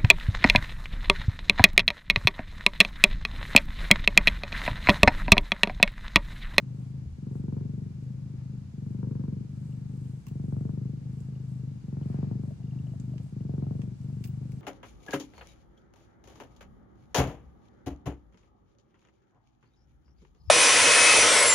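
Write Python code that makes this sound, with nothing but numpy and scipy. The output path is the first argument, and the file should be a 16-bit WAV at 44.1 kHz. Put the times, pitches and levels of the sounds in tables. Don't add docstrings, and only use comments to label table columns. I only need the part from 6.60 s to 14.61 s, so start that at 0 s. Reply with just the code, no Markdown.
import sys
import numpy as np
from scipy import signal
from scipy.fft import rfft, irfft
from scipy.io import wavfile
from scipy.ndimage import uniform_filter1d

SR = 44100
rng = np.random.default_rng(int(sys.argv[2]) if len(sys.argv) > 2 else 0)


def dump(signal):
    limited = np.clip(np.atleast_2d(signal).T, -1, 1)
    pcm = np.round(limited * 32767).astype(np.int16)
    wavfile.write(sys.argv[1], SR, pcm)


N = 353241
SIZE = 8192
HZ = np.fft.rfftfreq(SIZE, 1 / SR)
EDGE_HZ = 16000

# start_s, end_s, level_db, hardness_db (at its peak), hardest_share (of the stroke),
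# then rate_hz of the flutter at five evenly spaced moments
INHALES = [(0.5835, 1.324, -31.5, 1.5, 0.31, 23.65, 23.31, 23.51, 24.04, 23.4),
           (2.1381, 2.868, -30.5, 1.3, 0.51, 23.41, 24.28, 24.25, 23.05, 25.23),
           (3.6701, 4.396, -30, 0.6, 0.37, 23.6, 23.57, 23.71, 25.17, 25.15),
           (5.2402, 5.941, -29.5, 2.6, 0.38, 23.41, 22.82, 23.45, 24.48, 24),
           (6.7233, 7.337, -30, 3.1, 0.4, 24.2, 22.9, 23.15, 24.06, 24.1)]
EXHALES = [(-0.0137, 0.479, -36.5, 1.5, 0.25, 25.62, 25.01, 25.44, 26.13, 24.33),
           (1.3447, 2.037, -36, 1.2, 0.63, 25.66, 25.39, 25.13, 25.66, 24.38),
           (2.892, 3.59, -35, 2.7, .45, 24.45, 25.24, 24.39, 25.37, 25.37),
           (4.4152, 5.173, -35.5, 5.7, 0.36, 25.05, 26.56, 25.76, 25.53, 24.18),
           (6.0002, 6.658, -34, 6.9, .5, 24.51, 25.88, 24.7, 24.97, 24.67),
           (7.4017, 7.992, -34, 7.7, 1, 23.77, 24.55, 23.94, 25.2, 25.33)]
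ATTACK_S, ATTACK_DB, ATTACK_SOFT_DB = 0.0069, 3, 3.5
RELEASE_S, RELEASE_DB = 0.029, 7
# middle_s, extra_hardness_db
CATCHES = [(.669, 1), (.755, 4.5), (.882, 4), (.925, 4.5), (.967, 3), (2.43, 3), (2.514, 1.5), (2.681, 4.5),
           (3.925, 3), (3.967, 2.5), (4.053, 2.5), (4.094, 2.5), (4.136, -4), (4.177, 1.5), (5.628, 2.8),
           (5.671, -8), (5.712, 3), (6.895, 4), (7.068, -1.5), (7.109, 2.5), (7.193, 2)]
CATCH_S = 0.015
CATCH_LEVEL_SHARE = 0.3
# frequency_hz, level_db
CHEST_RING_IN = [(20.0, -84), (50.0, -70), (72.0, -49), (90.0, -6.5), (110.0, -8.5), (132.0, 0),
                 (160.0, -7.5), (195.0, -8.5), (260.0, -19), (480.0, -33.5), (590.0, -45.5),
                 (1200.0, -78.5), (3000.0, -106.5)]
CHEST_RING_OUT = [(20.0, -59.5), (50.0, -62.5), (72.0, -32), (90.0, -4.5), (110.0, -12), (132.0, -6),
                  (160.0, -10.5), (195.0, -17.5), (260.0, -27.5), (400.0, -45.5), (600.0, -56.5),
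                  (1200.0, -79), (3000.0, -99.2)]
# frequency_hz, level_db
THROAT_NARROW = [(60, -52.5), (250, -1.5), (400, 0.5), (480, 8), (545, 9.5), (610, -16), (700, -2),
                 (780, -7.5), (950, -7.5), (1200, -20.5), (1600, -24), (2000, -31), (4000, -57),
                 (12000, -97.5)]
THROAT_OPEN = [(60, -50.5), (250, -7.5), (400, 0), (490, 1.5), (560, -4), (650, 6), (850, -2.5),
               (1150, -15), (1450, -21.5), (1900, -33), (4000, -54), (12000, -90.5)]
# time_s, open_share, upper_rasp_db
THROAT_OPENING = [(1.3, 0.058, -1.5), (2.1, 0.05, 1), (2.9, 0.05, 7), (3.6, 0.94, 1), (5.9, 1, -3),
                  (6.7, 1, -4.5)]
# frequency_hz, left_minus_right_db
FACING = [(130, 2), (250, 2.5), (370, 3.5), (520, 10), (680, 7), (1000, 10.5), (2000, 2)]
# frequency_hz, level_db
GURGLE_COLOUR = [(100, -26.5), (190, 1), (330, 2.5), (470, -2.5), (600, -20), (1500, -44.5), (5000, -73)]
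GURGLE_S = 0.011
# frequency_hz, t60_s
ROOM_T60 = [(100, 0.89), (400, 0.49), (1500, 0.037), (8000, 0.13)]
# frequency_hz, level_db
AIR_COLOUR = [(410, -26), (700, 0), (841, -1.5), (2020, -7.5), (2200, -7.5), (2350, -5.5), (2550, -10.5),
              (2800, -7.5), (3070, -11), (4990, -9.5), (5470, -12), (6650, -11), (9230, -23),
              (10500, -19.5), (11700, -24), (12300, -33), (13300, -45.5), (16000, -44)]
RUMBLE_COLOUR = [(15, -40), (30, -16.5), (45, -3), (65, 2), (100, -11), (200, -1.5), (400, -23.5),
                 (700, -34.5), (1200, -50), (3000, -66.5)]
# middle_s, length_s, level_db (before the trim in fur)
BRUSHES = [(.21, 0.27, -80), (.77, 0.17, -78), (1.2, 0.22, -91), (1.44, 0.092, -84), (2.3, 0.22, -82),
           (3.07, 0.4, -77), (3.47, 0.66, -76.5), (3.93, 0.67, -80), (4.59, 0.3, -79.5), (4.92, 0.29, -79),
           (5.51, .26, -78), (5.88, 0.24, -80), (6.36, 0.66, -85), (6.66, 0.2, -79), (7.18, 0.26, -83),
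           (7.43, .16, -81), (7.66, 0.58, -80), (7.96, .25, -79)]
FUR_REST_DB = -84
# frequency_hz, level_db
FUR_COLOUR = [(600, -14), (2000, -7.5), (2900, -0.5), (4000, -19), (7000, 5), (8300, 8), (9500, 0),
              (12000, -1), (13000, -13), (16000, -17.5)]
# middle_s, length_s, level_db
SLIDES = [(.23, .2, -71), (.41, .14, -72), (1.8, 0.15, -69), (5.57, 0.68, -64), (5.9, 0.14, -74),
          (6.4, 0.61, -82)]
# start_s, peak_db, pitch_hz
LOW_PULSES = [(0.457, -30, 81), (0.462, -48, 52), (0.497, -35, 77), (0.518, -32.5, 72), (.545, -49, 70),
              (.795, -42, 50), (6.219, -48, 57)]
# start_s, end_s, level_db
TURNS = [(.49, .57, -48.5), (2.05, 2.11, -43.5), (2.87, 2.885, -72), (3.6, 3.64, -53), (5.175, 5.21, -49),
         (5.95, 5.99, -47.5), (6.66, 6.71, -46.5), (7.36, 7.39, -46)]
STUTTER_S = 0.028
# start_s, level_db (before the trim in clicks), treble_db (before tilt_share),
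# left_minus_right_db, top_edge_hz, decay_s
CLICKS = [(1.4344, -58, -2, 3, 12000, .003), (3.667, -38.5, 1, -1, 13600, 0.0026),
          (3.683, -42.5, 0, -4, 14000, .003), (4.6034, -52, 19, -4, 9000, 0.0043),
          (6.3987, -46, 15, -4, 7960, .0035), (6.58, -42, 1, -1, 6540, 0.0027),
          (7.2168, -43.5, -4, -5, 9000, 0.0032), (7.4126, -54, 7, 0, 8000, .0035),
          (7.639, -35, 2.5, -4, 13000, .0025), (7.641, -34, 8, 4, 6500, 0.0025),
          (7.648, -31, 9, -4, 16000, .0016), (7.652, -35, -2, -1, 16000, 0.0014),
          (7.6583, -34, 2, 3, 16000, 0.0015), (7.6745, -30, 11, -1, 16000, .0016),
          (7.919, -44, 1, 3, 12000, 0.0026)]
# frequency_hz, level_db
CLICK_COLOUR = [(150, -36), (450, -21), (900, -1), (1600, 2), (2500, 5), (3800, -4.5), (5200, -0.5),
                (7800, -2), (9500, -7.5), (11500, -6), (13000, -9), (15000, 4)]
# start_s, level_db (before the trim in squeaks), pitch_hz
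SQUEAKS = [(3.1243, -62, 2780), (3.6677, -63, 2750), (3.677, -61, 2750), (3.687, -57.5, 2830),
           (4.753, -61.5, 2900), (5.43, -60.5, 3020), (6.032, -66, 2850), (6.0711, -62.5, 2840),
           (6.1095, -59.5, 2830), (6.15, -66, 2820), (6.1878, -56.5, 2830), (6.2692, -59.5, 2900),
           (6.308, -68, 2900), (6.5375, -66, 2900), (7.6395, -56, 2780), (7.68, -59, 2820)]
# middle_s, length_s, level_db
WHISTLES = [(5.572, 0.09, -64)]
# frequency_hz, level_db
WHISTLE_COLOUR = [(1000, -43), (1450, -18), (1545, 8), (1640, -20), (1900, -26), (2030, -13), (2150, -22),
                  (2400, -14), (2700, -35), (6000, -60)]
# start_s, level_db (before the trim in smacks), pitch_hz, ring_t60_s
SMACKS = [(3.668, -55.5, 1100, .02), (5.852, -54, 565, .025), (5.887, -53, 610, .025),
          (5.907, -46.5, 640, .035), (6.002, -56, 740, .025), (6.133, -58, 695, .025),
          (6.267, -54, 672, .025), (6.336, -48.5, 655, .045), (6.507, -57, 589, .025),
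          (6.5375, -48, 620, 0.033), (6.602, -47, 524, .03), (6.663, -59, 703, .025)]


def amp(db):
    return 10 ** (np.asarray(db) / 20)


def evened(x):
    return x / np.sqrt(np.mean(x ** 2) + 1e-24)


def read(points, hz):
    f, value = np.transpose(points)
    return np.interp(np.log(hz + 1), np.log(f + 1), value)


def add(mix, s, sound):
    at = round(s * SR)
    sound = sound[..., max(-at, 0):]
    part = mix[..., max(at, 0):][..., :sound.shape[-1]]
    part += sound[..., :part.shape[-1]]


def canvas():
    return np.zeros((2, N)), np.arange(SIZE) / SR


def pan(left_db):
    return amp(np.array([[left_db], [-left_db]]) / 2)


def noise(colour, size, channels=2):
    white = rfft(rng.standard_normal((channels, size)))
    gain = amp(read(colour, np.fft.rfftfreq(size, 1 / SR)))
    return evened(irfft(white * gain, size))


def swells(moves):
    level = np.zeros(N)
    for middle, length, db in moves:
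        add(level, middle - length / 2, amp(db) * signal.windows.hann(int(length * SR)))
    return level


def causal(db):
    mirrored = np.r_[db, db[-2:0:-1]]
    log_gain = np.log(amp(np.maximum(mirrored, -110)))
    return np.exp(np.conj(signal.hilbert(log_gain)))[:len(db)]


def ripple(count=30):
    return read(np.c_[np.geomspace(40, 4000, count), rng.standard_normal(count)], HZ)


def effort(at, stroke, crest, arch_db, soften_db):
    start, end, level_db, hard_db, hardest = stroke[:5]
    share = (at - start) / (end - start)
    starting = np.exp((start - at) / ATTACK_S)
    ending = np.exp((at - end) / RELEASE_S)
    catch_db = sum(db * np.exp(-((at - s) / CATCH_S) ** 2) for s, db in CATCHES)

    level_db = level_db + CATCH_LEVEL_SHARE * catch_db - arch_db * (2 * (share - crest)) ** 2
    level_db = level_db - ATTACK_DB * starting - RELEASE_DB * ending
    hard_db = hard_db + catch_db - ATTACK_SOFT_DB * starting - soften_db * (2 * (share - hardest)) ** 2
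    return level_db, hard_db


def snaps(strokes, **shape):
    rows = []
    for stroke in strokes:
        start, end, _, _, _, *rates = stroke
        t = np.arange(start, end, 1 / SR)
        rate_hz = np.interp(t, np.linspace(start, end, len(rates)), rates)
        turns = np.cumsum(rate_hz) / SR
        at = np.interp(np.arange(int(turns[-1]) + 1), turns, t)
        rows.extend(zip(at, *effort(at, stroke, **shape)))
    return rows


def struck(colour_db, spread_hz, right_lag_s, cycle_s=0.03, order=3):
    late_lows = ((spread_hz - 1j * HZ) / (spread_hz + 1j * HZ)) ** order
    response = causal(colour_db) * late_lows
    lean = amp(read(FACING, HZ) / 2)
    lag = np.exp(-2j * np.pi * HZ * right_lag_s)
    ring = irfft([response * lean, response / lean * lag])
    return ring * np.sqrt(cycle_s * SR / np.sum(irfft(response) ** 2))


def purr(cycles, chest, spread_hz, delay_s, snap_share, jitter_s, uneven_db, fickle_db, ripple_db, tick_db,
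         tick_share, reopen_s, reopen_jitter_s, reopen_db, retick_db, puff_db):
    out, t = canvas()
    edge = read([(170, 0.051), (480, 1.05)], HZ)
    rasp = read([(480, 0.4), (900, 0.94)], HZ)
    upper = read([(700, 0), (1100, 1)], HZ)
    puff_colour = [(150, -18.5), (420, 0.5), (580, -6.5), (900, -18.5), (1400, -15.0), (2200, -30.0),
                   (5000, -42.5)]
    moments, openings, rasps_db = np.transpose(THROAT_OPENING)
    for at, level_db, hard_db in cycles:
        late, strong, sharp, again, when = rng.standard_normal(5)
        size = amp(level_db + uneven_db * strong)
        hard_db = hard_db + fickle_db * sharp

        chest_db = read(chest, HZ) + snap_share * hard_db * edge + ripple_db * ripple()
        thump = struck(chest_db, spread_hz, right_lag_s=0.00044)

        opened = np.clip(np.interp(at, moments, openings), 0, 1)
        throat_db = (1 - opened) * read(THROAT_NARROW, HZ) + opened * read(THROAT_OPEN, HZ)
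        throat_db = throat_db + np.interp(at, moments, rasps_db) * upper
        tick = struck(throat_db + 2.9 * ripple(), spread_hz, right_lag_s=0.00071)
        tick = irfft(rfft(tick) * causal(tick_db + tick_share * hard_db * rasp))

        puff = noise(puff_colour, SIZE) * np.exp(-t / 0.024) * (1 - np.exp(-t / 0.00073))
        puff = puff * amp(puff_db + 0.55 * hard_db)

        at += delay_s + jitter_s * late
        add(out, at, size * (thump + tick + puff * pan(3.3)))
        parting = amp(reopen_db + 2.2 * again) * thump + amp(retick_db + 3.7 * again) * tick
        add(out, at + reopen_s + reopen_jitter_s * when, size * parting)
    return out


def gurgle(cycles, gain_db=-21.0, uneven_db=2, lead_s=0.00395, scatter_s=0.002):
    out, window = np.zeros((2, N)), signal.windows.hann(int(GURGLE_S * SR))
    for at, level_db, _ in cycles:
        when, strong = rng.standard_normal(2)
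        flap = noise(GURGLE_COLOUR, SIZE, channels=1)[:, :len(window)] * window
        gain = amp(level_db + gain_db + uneven_db * strong)
        add(out, at - lead_s + scatter_s * when, gain * pan(4.1) * flap)
    return out


def room(x, wet):
    hz, t, z = signal.stft(rng.standard_normal((2, SIZE * 2)), SR, nperseg=256)
    decay = amp(-60 * t / read(ROOM_T60, hz)[:, None])
    tail = signal.istft(z * decay, SR, nperseg=256)[1][:, :SIZE]
    tail[:, :SR // 250] = 0
    tail = irfft(rfft(tail / np.linalg.norm(tail[0])) * causal(read(wet, HZ)))
    return x + signal.fftconvolve(x, tail, axes=1)[:, :N]


def floor(hiss_db=-68, rumble_db=-53, apart_db=-5):
    hiss = amp(hiss_db) * noise(AIR_COLOUR, N) * pan(0.83)
    rumble = noise(RUMBLE_COLOUR, N, channels=1) + amp(apart_db) * noise(RUMBLE_COLOUR, N)
    return hiss + amp(rumble_db) * rumble


def fur(gain_db=-1.0, grain_db=2):
    level = amp(FUR_REST_DB) + amp(gain_db) * swells(BRUSHES)
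    grains = evened(uniform_filter1d(rng.standard_normal(N), size=100))
    return level * amp(grain_db * grains) * noise(FUR_COLOUR, N) * pan(-2.6)


def slides():
    colour = [(200, -7), (800, 4.5), (1500, -2.0), (2500, -5.0), (3300, -13.0), (5000, -9.0), (10000, -41)]
    return swells(SLIDES) * noise(colour, N) * pan(3.4)


def low_pulses(rise_s=0.012):
    out, t = canvas()
    pulse = (t / rise_s * np.exp(1 - t / rise_s)) ** 2
    for s, db, hz in LOW_PULSES:
        add(out, s, amp(db) * pan(1.5) * np.sin(2 * np.pi * hz * t) * pulse)
    return out


def stutters():
    rows = []
    for start, end, db in TURNS:
        gaps = STUTTER_S * rng.uniform(0.77, 1.3, size=6)
        times = start + np.cumsum(gaps) - gaps[0]
        rows.extend((at, db, 0) for at in times if at < end)
    return rows


def clicks(gain_db=-7, rise_s=0.00053, tilt_share=0.72, steep_db=40):
    out, t = canvas()
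    for s, db, treble_db, left_db, top_hz, decay_s in CLICKS:
        colour = []
        for f, d in CLICK_COLOUR:
            tilt_db = tilt_share * treble_db * np.log(f / 4000)
            cut_db = steep_db * max(np.log2(f / top_hz), 0)
            colour.append((f, d + tilt_db - cut_db))
        burst = noise(colour, SIZE) * (1 - np.exp(-t / rise_s)) * np.exp(-t / decay_s)
        add(out, s, amp(db + gain_db) * pan(left_db) * burst)
    return out


def faint_squeaks(start, end, db, hz, count):
    when, size, pitch = rng.random((count, 3)).T
    return np.c_[start + (end - start) * when, db - 8 * size, hz * (0.92 + 0.16 * pitch)]


def squeaks(gain_db=-3, rise_s=0.0015, fall=0.036, rough=0.6, flutter_hz=400):
    out, t = canvas()
    flutter_colour = [(flutter_hz / 2, 0), (flutter_hz, -6), (flutter_hz * 4, -40), (flutter_hz * 10, -80)]
    swell = t / rise_s * np.exp(1 - t / rise_s)
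    for s, db, hz in np.r_[SQUEAKS, faint_squeaks(2.5, 8, db=-70, hz=2850, count=30)]:
        pitch_hz = hz * (1 + fall * (np.exp(-t / (2 * rise_s)) - 0.5))
        turn = np.exp(2j * np.pi * np.cumsum(pitch_hz) / SR)
        flutter = noise(flutter_colour, SIZE)
        add(out, s, amp(db + gain_db) * (turn.imag + rough * flutter * turn.real) * swell)
    return out


def smacks(gain_db=2.0, rise_s=0.0005, puff_db=-6, puff_s=0.012):
    out, t = canvas()
    for s, db, hz, t60 in SMACKS:
        ring = np.sin(2 * np.pi * hz * t) * np.exp(-np.log(1000) * t / t60)
        colour = [(hz / 8, -20), (hz * 0.7, -2), (hz * 1.1, 0), (hz * 0.87, -13), (hz * 12, -45)]
        puff = amp(puff_db) * noise(colour, SIZE) * np.exp(-t / puff_s)
        add(out, s, amp(db + gain_db) * pan(2) * (ring + puff) * (1 - np.exp(-t / rise_s)))
    return out


def whistle():
    return swells(WHISTLES) * noise(WHISTLE_COLOUR, N) * pan(3)


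def scene():
    breaths_in = snaps(INHALES, crest=0.52, arch_db=4.5, soften_db=5.5)
    breaths_out = snaps(EXHALES, crest=0.33, arch_db=-0.44, soften_db=2.5)
    inward = purr(breaths_in, CHEST_RING_IN, spread_hz=360, delay_s=-0.0009, snap_share=0.71,
                  jitter_s=0.00042, uneven_db=0.5, fickle_db=1.4, ripple_db=1.43,
                  tick_db=-30.3, tick_share=1.77, reopen_s=0.015, reopen_jitter_s=0.0008,
                  reopen_db=-17.5, retick_db=-9, puff_db=-33.0)
    outward = purr(breaths_out + stutters(), CHEST_RING_OUT, spread_hz=650, delay_s=-0.00061, snap_share=0.41,
                   jitter_s=0.00038, uneven_db=0.5, fickle_db=-2.0, ripple_db=1.7,
                   tick_db=-39.5, tick_share=0.36, reopen_s=0.0152, reopen_jitter_s=0.00054,
                   reopen_db=-7.5, retick_db=2, puff_db=-33)
    breathing = inward + outward + gurgle(breaths_out) + whistle()
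    breathing = room(breathing, wet=[(100, -27.5), (220, -19.5), (450, -11.5), (1000, -18.0)])
    wet_sounds = room(clicks() + squeaks(), wet=[(500, -1), (8000, -5.5)])
    return breathing + wet_sounds + smacks() + low_pulses() + slides() + fur() + floor()


def record(dry):
    lowpass = signal.firwin(511, EDGE_HZ, window=("kaiser", 9), fs=SR)
    return signal.oaconvolve(dry, lowpass[None], "same")


dry = scene()
out = record(dry)
dump(out)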